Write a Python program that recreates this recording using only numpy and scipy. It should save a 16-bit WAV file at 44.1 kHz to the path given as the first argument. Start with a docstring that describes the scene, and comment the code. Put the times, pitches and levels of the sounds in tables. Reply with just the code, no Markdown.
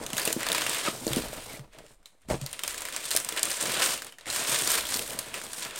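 """Hands dig through stiff packing paper in a cardboard box indoors, for about six seconds.
First comes busy digging: noise bursts crinkle, sharp cracks snap, and decaying tones knock on the box.
Near 1.5 s a faint wobbling tone squeaks, then it is almost quiet until knocks and a wall scrape at 2.3 s.
Bright snaps follow, the rustle swells before 4 s, dips near 4.2 s, returns, and digging goes on to the end.
Throughout, a fading noise tail is the small room, low noise is the desk, and soft noise is still air."""
import sys
import numpy as np
from scipy import signal
from scipy.fft import rfft, irfft
from scipy.io import wavfile
from scipy.ndimage import uniform_filter1d

SR = 44100
rng = np.random.default_rng(int(sys.argv[2]) if len(sys.argv) > 2 else 0)


def gain_from_db(level_db):
    """Convert decibel levels to linear amplitude factors (20 dB per decade)."""
    decades = np.asarray(level_db, float) / 20
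    return 10 ** decades


def generate_wav(sig):
    """Save sig (samples, or channels by samples) to the path in sys.argv[1] as 16-bit PCM at SR."""
    pcm = np.round(np.clip(np.atleast_2d(sig).T, -1, 1) * 32767).astype(np.int16)
    wavfile.write(sys.argv[1], SR, pcm)


N = 255339  # samples


def level(x):
    """Scale a sound to an average (rms) strength of 1."""
    return x / np.sqrt(np.mean(x ** 2))


def curve(table):
    """Join the points of a timed table with straight lines, one value a sample for each column."""
    times, *columns = np.transpose(table)
    return [np.interp(np.arange(N) / SR, times, column) for column in columns]


def colour(x, points):
    """Make some pitches of a full-length sound stronger than others."""
    hz, db = np.transpose(points)
    f = np.maximum(np.arange(N // 2 + 1) * SR / N, 1)
    gain = gain_from_db(np.interp(np.log(f), np.log(hz), db))
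    return irfft(rfft(x) * gain, N)


def band(x, hz, width_hz):
    """One resonance: passes sound near its pitch, unchanged at the centre."""
    b, a = signal.iirpeak(min(hz, .45 * SR), hz / width_hz, SR)
    return signal.lfilter(b, a, x)


def split(x, hz, kind):
    """Keep only the sound above ("high") or below ("low") a pitch, with a steep edge."""
    return signal.sosfilt(signal.butter(4, hz, kind, fs=SR, output="sos"), x)


def walk(rate):
    """Wander through random levels, rate new ones a second, smoothed twice; spread near 1."""
    hold = int(SR / rate)
    steps = np.repeat(rng.standard_normal(N // hold + 1), hold)
    return 1.6 * uniform_filter1d(uniform_filter1d(steps, hold), hold)[:N]


def add(out, s, sound):
    """Mix a short sound in at a time in seconds."""
    i = int(s * SR)
    out[i:i + len(sound)] += sound[:len(out) - i]


def decay(t, t60):
    """Fade by 60 dB in t60 seconds."""
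    return np.exp(-np.log(1000) * t / t60)


def ring(hz, t60, t):
    """One tone of a struck object, dying away."""
    return np.sin(2 * np.pi * hz * t) * decay(t, t60)


def fall(kicks, fall_ms):
    """Let each kick jump up at once and then fade, to about a third in fall_ms."""
    return signal.lfilter([1], [1, -np.exp(-1000 / (fall_ms * SR))], kicks)


def slips(rate, fall_ms):
    """Sudden random rises, rate a second, that fall away slowly; mean 0, spread 1."""
    kicks = (rng.random(N) < rate / SR) * rng.random(N)
    rise = fall(kicks, fall_ms)
    return level(rise - rise.mean())


# tone of the still air: (pitch [Hz], relative strength [dB])
AIR_TONE = [(59, -43), (100, -11), (147, -21), (1720, -27), (4200, -43), (6290, -56), (8830, -34),
            (16000, -53)]


def still_air():
    """Steady, very soft noise of the still air, coloured by its tone table."""
    return gain_from_db(-76) * level(colour(rng.standard_normal(N), AIR_TONE))


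# the desk is pushed: (time [s], sway of the stand [dB], boom of the desk top [dB])
DESK_PUSHES = [(0.0, -52, -66), (0.09, -59, -61), (0.37, -75, -62), (0.47, -59, -64), (0.71, -77.5, -56),
               (0.82, -66, -75), (0.9, -63, -57), (0.97, -70, -74), (1.1, -49, -46), (2.01, -64, -84.5),
               (2.19, -80, -88), (2.32, -58.5, -35.5), (2.37, -49, -47), (2.63, -70, -71), (2.67, -68, -56),
               (3.08, -69, -77), (3.11, -68, -55), (3.26, -74, -69), (3.92, -78, -62), (4.18, -85, -86),
               (4.31, -65, -53), (4.35, -79, -65), (4.68, -64, -63), (4.71, -62, -56), (5.47, -72, -65.5),
               (5.79, -72, -67)]


def desk():
    """Handling shakes two low resonances, the swaying stand and the booming desk top."""
    out = 0
    for db, hz, width_hz in zip(curve(DESK_PUSHES), (27, 60), (22, 55)):
        shake = band(band(rng.standard_normal(N), hz, width_hz), hz, width_hz)
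        out = out + gain_from_db(db) * level(shake)
    return out


def room(x):
    """The small room answers with a tail that builds up in a few ms; its treble lasts longer."""
    room_db, low_t60_s, treble_t60_s, build_s = -11.5, 0.19, 0.34, 0.0036
    t = np.arange(SR // 2) / SR
    noise = rng.standard_normal(len(t))
    low = split(noise, 2900, "low") * decay(t, low_t60_s)
    treble = split(noise, 3600, "high") * decay(t, treble_t60_s)
    tail = (low + treble) * (1 - np.exp(-t / build_s))
    return gain_from_db(room_db) * signal.fftconvolve(x, tail / np.sqrt(np.sum(tail ** 2)))[:N]


# cardboard dragged over the desk squeaks: (time [s], middle pitch [Hz], level before roughening [dB])
SQUEAK_PATH = [(1.47, 2100, -58), (1.49, 2130, -49), (1.52, 2170, -50.5), (1.545, 2110, -55),
               (1.565, 2170, -52)]


def squeak():
    """Cardboard sticks and slips on the desk: a narrow tone, rough in pitch and level."""
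    first, last = SQUEAK_PATH[0], SQUEAK_PATH[-1]
    # fade in and out over 20 ms
    path = [(first[0] - .02, first[1], -90), *SQUEAK_PATH, (last[0] + .02, last[1], -90)]
    hz, db = curve(path)
    rough_hz = hz * (1 + 0.042 * walk(400))
    tone = np.sqrt(2) * np.sin(2 * np.pi * np.cumsum(rough_hz) / SR)
    return gain_from_db(db + 4.5 * walk(250)) * tone


# resonances of the box panels, also used by crinkle():
# (pitch [Hz], relative strength [dB], time to fade 60 dB before any stretch [s])
BOX_PANELS = [(135, 4.5, 0.28), (182, 0, 0.1), (250, 3.5, 0.097), (333, -1, 0.11), (450, 2.5, 0.056),
              (530, -3.5, 0.064), (608, -1, 0.1), (845, -18, 0.039), (1250, -39, 0.31)]
# blows on the box: (time [s], peak level [dB], pitch favoured [Hz], ring stretch [times], rise [ms])
BOX_KNOCKS = [(0.135, -29, 205, 0.39, .6), (0.275, -18, 450, .48, .85), (.303, -25.5, 486, 0.75, 1),
              (0.3639, -21, 310, 0.55, .9), (.578, -29, 600, .5, 1.1), (0.875, -20, 1250, 0.12, 6),
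              (.883, -20, 340, 0.22, 0.79), (1.014, -37, 250, 2.6, 1.1), (1.067, -16.5, 370, 0.49, 0.94),
              (1.078, -25.5, 600, 0.81, 1), (1.106, -26, 170, 0.67, 0.86), (1.116, -32, 350, 0.52, 1),
              (1.167, -17, 272, 0.71, 0.65), (1.178, -27, 450, 1.05, 1.1), (1.189, -26, 250, 0.51, .8),
              (1.197, -24, 410, 0.63, .7), (1.33, -27.5, 650, 0.31, .8), (1.593, -37.5, 135, 0.54, 2.8),
              (1.749, -43, 554, .45, 1.8), (1.805, -37.5, 500, .35, 1), (1.84, -42.5, 500, 0.65, 1),
              (2.286, -32.5, 194, 0.68, 1.4), (2.301, -19, 665, 0.49, 0.56), (2.309, -19, 610, 0.47, .4),
              (2.323, -30, 186, 0.99, 2.2), (2.333, -20, 530, 0.37, .4), (2.352, -31, 250, 0.43, .9),
              (2.415, -28.5, 135, 0.54, 7.1), (3.15, -21, 590, 0.31, .7), (3.323, -31, 430, 0.83, .9),
              (4.293, -32, 530, 0.54, .9), (5.094, -34, 580, 0.42, .7)]


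def knocks():
    """A push excites the panels nearest in pitch most; a small box radiates no deep bass."""
    reach = 0.26  # spread around the favoured pitch, in natural log of pitch
    out, t = np.zeros(N), np.arange(SR // 4) / SR
    for s, db, centre_hz, stretch, rise_ms in BOX_KNOCKS:
        body = np.zeros(len(t))
        for hz, panel_db, t60 in BOX_PANELS:
            nearness = np.exp(-(np.log(hz / centre_hz) / reach) ** 2 / 2)
            body += gain_from_db(panel_db) * nearness * ring(hz, t60 * stretch, t)
        body = split(body * (1 - np.exp(-1000 * t / rise_ms)), 120, "high")
        add(out, s, gain_from_db(db) * body / np.abs(body).max())
    return out


# brightness of snaps and rustle, also used by crinkle(): (time [s], change of the treble [dB])
TREBLE_SHEEN = [(0, -7), (.17, 2), (.5, 0.5), (.9, 0), (1.15, 2.5), (1.6, 1.5), (1.8, -1), (2.2, -4.5),
                (2.6, -0.5), (3.3, -1.5), (3.8, -0.5), (4.0, 1), (4.2, -7), (4.4, -0.5), (4.8, 1.5),
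                (5.1, 2), (5.3, -0.5), (5.79, -1.5)]
# creases that buckle, also used by settling():
# (time [s], peak level [dB], pitch [Hz], body against the facet mix [dB], length [ms])
CREASE_SNAPS = [(0.0363, -34, 1850, -14, 4.5), (0.064, -19.5, 3200, -28, 3.4), (0.1026, -26, 3280, -7, 3.7),
                (0.1317, -15, 2850, -22, 3.3), (0.1484, -31, 6890, -15, 2.3), (0.1677, -17.5, 2920, -9, 3),
                (0.18, -12.5, 1640, -20, 4.3), (0.1964, -14, 8920, -29, 4), (0.217, -15.5, 4630, -29, 1.5),
                (0.2522, -12, 8720, -20, 4.7), (0.2757, -14.5, 2740, -9, 5.7),
                (0.3027, -22, 2640, -17, 5.2), (0.3274, -9, 7760, -33, 2.1), (0.406, -21, 1740, -20, 3),
                (0.4308, -16, 1830, -21, 1.4), (0.4665, -14, 1700, 11, 3.9), (0.4872, -13.5, 3780, -11, 1),
                (0.5004, -17.5, 1730, -4, 4.1), (0.5176, -11.5, 3870, -16, 1.9),
                (0.5282, -12.5, 8900, -11, 2.9), (0.5472, -14, 4230, -20, 4.8),
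                (0.581, -16, 2400, -12, 3.9), (0.6094, -18, 4000, -23, 3.5), (0.6185, -19.5, 3250, -7, 9),
                (0.6648, -14, 2820, -3, 5.9), (0.695, -12, 8300, -28, 1.2), (0.7831, -19.5, 8550, -24, 1.9),
                (0.8724, -20.5, 3820, 0, 2), (1.067, -19, 6740, -16, 3.2), (1.078, -20, 4900, -11, 5),
                (1.1318, -14.5, 3470, -24, 3), (1.1611, -14, 8650, -26, 2.1), (1.2835, -28, 7520, -21, 2.3),
                (1.5942, -34.5, 1990, 2, 2.2), (1.7474, -46, 3440, -1, 2.1), (1.7858, -33, 3350, 0, 2.6),
                (1.864, -41, 2730, -16, 1.7), (2.0287, -53, 1530, -10, 3.6),
                (2.0575, -32.5, 3950, -33, 3.8), (2.2179, -54.5, 8800, -15, 4.4),
                (2.2862, -35, 2270, 2, 3.8), (2.2997, -26, 2080, 2, 9), (2.414, -27, 6970, -17, 2.6),
                (2.4627, -20, 4450, -27, 1), (2.514, -31, 9050, -24, 1.2), (2.5295, -21, 9300, -27, 3),
                (2.592, -21, 3400, -27, 2.3), (2.6353, -12.5, 3180, -19, 3.3),
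                (2.6781, -15.5, 8100, -23, 1.1), (2.7437, -23, 1750, -8, 3.3),
                (2.7791, -22, 7580, -23, 3.5), (2.8067, -22, 8110, -19, 2.6),
                (2.8192, -20.5, 7250, -5, 3.3), (2.8523, -20, 2360, -21, 3.2), (2.8857, -24, 1680, -9, 3.3),
                (2.9243, -23.5, 3350, -15, 3.8), (2.947, -27, 5440, -12, 2.7),
                (2.9633, -10, 7740, -9.5, 1.3), (3.0416, -24, 4110, -17, 2.4), (3.0584, -29, 4160, -17, 3),
                (3.1065, -17, 8650, -7, 8.1), (3.1132, -11.5, 4330, -13, 3.3), (3.128, -21, 7500, -22, 2.1),
                (3.1506, -17, 8620, -14, 2.5), (3.1635, -5, 8120, -35, 1.6), (3.172, -8.5, 9000, -34, 1.5),
                (3.2008, -18, 7500, -16, 2.3), (3.2251, -35, 8050, -18, 4.5),
                (3.247, -18.5, 7900, -25, 1.9), (3.2885, -15, 8000, -8.5, 2.6),
                (3.3238, -20.5, 3420, -13, 2.2), (3.3633, -18.5, 1860, -9, 3.5),
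                (3.3727, -19.5, 3080, -13, 4.6), (3.3935, -17, 8100, -16, 1.7),
                (3.4303, -8.5, 8350, -31, 3), (3.4374, -20, 7980, -22, 1), (3.449, -21, 5410, -25, 1.8),
                (3.454, -14.5, 8850, -25, 2.6), (3.5039, -14, 8840, -22, 1.5),
                (3.5144, -16, 4550, -18, 1.1), (3.5389, -24, 7130, -23, 2), (3.6108, -16.5, 7020, -14, 1.2),
                (3.6114, -19, 8800, -13, 3), (3.627, -18, 8700, -21, 2.3), (3.6556, -17.5, 1710, -21, 3.4),
                (3.6944, -19, 2130, 5, 7.5), (3.7189, -15, 1800, -10, 1.4), (3.8198, -15, 4900, -22, 2.4),
                (3.8611, -12.5, 7200, -23, 1), (3.9764, -22.5, 2870, -23, 2.1),
                (4.0202, -22, 1720, -23, 2.2), (4.046, -24.5, 8600, -12, 1.9), (4.067, -28, 8960, -20, 2.5),
                (4.123, -33.5, 3050, -11, 4.1), (4.1845, -32, 1870, -11, 3.1),
                (4.2098, -37, 3840, -13, 4.3), (4.2576, -32, 1910, -12, 2.4), (4.2676, -29, 2030, -11, 3.9),
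                (4.3007, -17, 4200, -21, 4.1), (4.327, -21, 7600, -21, 1.6), (4.3611, -17, 8300, -23, 9),
                (4.3864, -23, 8200, -19, 1.6), (4.472, -18, 5230, -14, 3), (4.4814, -20, 9030, -11, 2.1),
                (4.495, -18, 7600, -15, 1.6), (4.6044, -29, 8550, -21, 1.2),
                (4.6204, -16.5, 8550, -20, 3.7), (4.6746, -8.5, 5900, -10, 1.1),
                (4.7022, -24, 7200, -18, 3), (4.717, -9, 11400, -7, 1.8), (4.777, -16.5, 4350, -17, 6.5),
                (4.808, -17, 3430, -9, 3.2), (4.8524, -21.5, 3380, -17, 6.4), (4.8688, -19.5, 3720, -25, 3),
                (4.923, -19.5, 1700, 6, 3.6), (4.9417, -13.5, 5330, -15, 3), (4.9624, -17, 4270, -27, 5.2),
                (4.993, -13, 2660, -23, 1.1), (5.0235, -23, 9190, -18.5, 3.4), (5.0767, -25, 2920, -28, 3),
                (5.1058, -23.5, 3070, -22, 1.6), (5.1317, -40, 3230, -12, 3.6),
                (5.1894, -15, 9150, -23, 4.3), (5.2282, -29, 3930, -10, 1), (5.341, -22.5, 2560, -39, 9),
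                (5.4146, -27, 1580, -17, 2.8), (5.4655, -29, 3070, -16, 1.3),
                (5.5319, -21, 9050, -2.5, 6.7), (5.6045, -30, 7310, -19, 2.4),
                (5.6233, -24, 3900, -20, 1.04), (5.6497, -22, 3840, -29, 1), (5.709, -27, 3930, -11, 1),
                (5.7593, -26.5, 8000, -12, 3.7)]


def snaps():
    """A crease gives way in a few ms: a crack, then a burst that rings the facet beside it."""
    broad, attack_ms, crack_ms = 0.89, 0.14, 1.5
    out, ms = np.zeros(N), 1000 * np.arange(1024) / SR
    noises = rng.standard_normal((len(CREASE_SNAPS), 3, 1024))
    for (s, db, hz, body_db, length_ms), noise in zip(CREASE_SNAPS, noises):
        edge_db = -7 + np.interp(s, *np.transpose(TREBLE_SHEEN))
        shape = (1 - np.exp(-ms / attack_ms)) * (np.exp(-ms / length_ms) + np.exp(-ms / crack_ms))
        # the facet's own pitch over a broad paper sound
        own = level(band(noise[0], hz, .1 * hz))
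        paper = level(band(noise[0], 4840, 5100) + 0.73 * band(noise[0], 7460, 1800))
        facet = level(own + broad * paper)
        body = level(band(noise[1], 1230, 1900))
        edge = level(split(noise[2], 12800, "high")) * np.exp(-ms / 4)
        burst = shape * (facet + gain_from_db(body_db) * body + gain_from_db(edge_db) * edge)
        add(out, s, gain_from_db(db) * burst / np.abs(burst).max())
    return out


def settling():
    """Every snap sets the sheet rustling for a moment, in proportion to its strength and length."""
    settle_db = -36  # start of the rustle after a 1 ms snap, against the snap's peak
    kicks = np.zeros(N)
    for s, db, _, _, length_ms in CREASE_SNAPS:
        add(kicks, s, np.array([gain_from_db(db + settle_db) * length_ms]))
    return fall(kicks, 16.2)


# digging of the hands: (time [s], thin paper [dB], larger sheets above the thin paper [dB])
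HAND_DIGGING = [(0, -44.5, -6), (.09, -53, -2), (.19, -36.5, -1.5), (.31, -37.5, -2), (.355, -46, -8),
                (.41, -38.5, 4.5), (.53, -44, 4.5), (.7, -36.5, 0), (.84, -40.5, 1.5), (.885, -36.5, 5),
                (.92, -39, -7), (1.0, -39.5, -12), (1.13, -39.5, -2), (1.27, -43, 0), (1.43, -47.5, -1.5),
                (1.575, -44, -6.5), (1.64, -84, 4), (1.7, -79, 7), (1.735, -57, 5), (1.81, -71.5, 8.5),
                (1.92, -59, -6), (1.975, -80.5, 2), (2.16, -81, -1), (2.275, -81, 7), (2.3, -43.5, -10),
                (2.385, -62, 3), (2.43, -49.5, -0.5), (2.57, -62, 4.5), (2.68, -43, -1), (2.97, -47, 2),
                (3.09, -42, -4), (3.23, -48.5, 1), (3.37, -42, 3), (3.55, -37, -3.5), (3.74, -34.5, 2.5),
                (3.8, -37, 3.5), (3.83, -29.5, -2.5), (3.91, -29, -3), (4.03, -52.5, 1), (4.17, -82, 9.5),
                (4.25, -73, 10), (4.275, -50, 7.5), (4.31, -34.5, -4.5), (4.45, -34.5, -2.5),
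                (4.55, -25.5, -3.5), (4.65, -32, -6.5), (4.75, -31, -2), (4.85, -45.5, 0),
                (4.96, -32.5, -9.5), (5.06, -44, -5), (5.3, -49, 3.5), (5.57, -45.5, -5),
                (5.635, -41, -1.5), (5.74, -53, 11), (5.79, -34.5, -7)]
# paper scraping the box walls: (time [s], level [dB])
WALL_SCRAPES = [(0, -43), (.14, -39), (.36, -45.5), (.52, -40), (.98, -45.5), (1.1, -38.5), (1.5, -50),
                (1.64, -49.5), (1.7, -72), (1.78, -56), (1.92, -61), (1.99, -74), (2.17, -73.5),
                (2.275, -65), (2.315, -24.5), (2.39, -49), (2.55, -54.5), (3.2, -53.5), (3.55, -49.5),
                (3.8, -35.5), (3.95, -51), (4.15, -61), (4.25, -74), (4.27, -41.5), (4.45, -45.5),
                (4.55, -41.5), (4.75, -44), (4.85, -50.5), (4.96, -43), (5.07, -54.5), (5.2, -41.5),
                (5.27, -48.5), (5.5, -51), (5.79, -47)]
# tone of the paper: (pitch [Hz], relative strength [dB])
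PAPER_TONE = [(180, -37.5), (300, 1), (656, 5), (885, -2), (961, 4.5), (1280, 2), (1750, 3.5), (2030, 1.5),
              (6100, -0.5), (8940, 5.5), (10700, -5), (13300, -3), (16000, -10.5)]


def crinkle():
    """Countless small creases, each a burst around its own pitch, over rubbing sheets and wall scrapes."""
    rate, spread_db, burst_ms = 350, 4.5, 4.0  # rate: creases a second at each pitch
    rub_db, gust_db, low_tilt = -6, 3.5, 0.48
    thin_db, fuller_db = curve(HAND_DIGGING)
    wall_db, = curve(WALL_SCRAPES)
    creases = 0
    for hz in (1300., 2400., 4200., 7200., 12000.):
        # most creases are tiny, a few are large
        sizes = gain_from_db(np.minimum(spread_db * rng.exponential(size=N), 11))
        kicks = (rng.random(N) < rate / SR) * sizes
        burst = fall(kicks, burst_ms) * rng.standard_normal(N)
        pitched = (hz / 4200) ** low_tilt * band(burst, hz, 0.85 * hz)
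        creases = creases + 0.6 * burst + 1.74 * pitched
    rub = gain_from_db(rub_db + 0.37 * walk(26.5)) * rng.standard_normal(N)
    # the grip slips suddenly, so creases come in clusters that die away
    gusts = gain_from_db(gust_db * np.minimum(slips(45, 36.4), 1.1))
    sheet = colour(gusts * level(creases) + rub, PAPER_TONE)
    thin, full = split(sheet, 3940, "high"), split(sheet, 3580, "low")
    sheen_db, = curve(TREBLE_SHEEN)
    thin = thin + (gain_from_db(sheen_db) - 1) * split(thin, 6800, "high")
    rustle = (gain_from_db(thin_db) + settling()) * (level(thin) + gain_from_db(fuller_db) * level(full))
    # paper scraping the walls sets the panels humming
    scrape = gain_from_db(5.1 * np.minimum(slips(40, 18), 1.5)) * rng.standard_normal(N)
    hum = sum(gain_from_db(db) * band(scrape, hz, 5.9 / t60) for hz, db, t60 in BOX_PANELS)
    wall = split(hum, 96, "high")
    return rustle + gain_from_db(wall_db) * level(wall)


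def scene():
    """Paper and box in the room, the desk and the still air."""
    near = crinkle() + snaps() + knocks() + squeak()
    mix = near + room(near) + desk() + still_air()
    return mix[None]


def band_limit(x):
    """A steep low-pass at the top of the band."""
    return signal.sosfilt(signal.butter(12, 16810, fs=SR, output="sos"), x)


def record(dry):
    """The recorder cuts the sound above 15.9 kHz and adds its small constant zero error."""
    top_cut = signal.ellip(8, .2, 35, 15900, fs=SR, output="sos")
    finished = signal.sosfilt(top_cut, dry) + .0007
    return band_limit(finished)


dry = scene()
out = record(dry)
generate_wav(out)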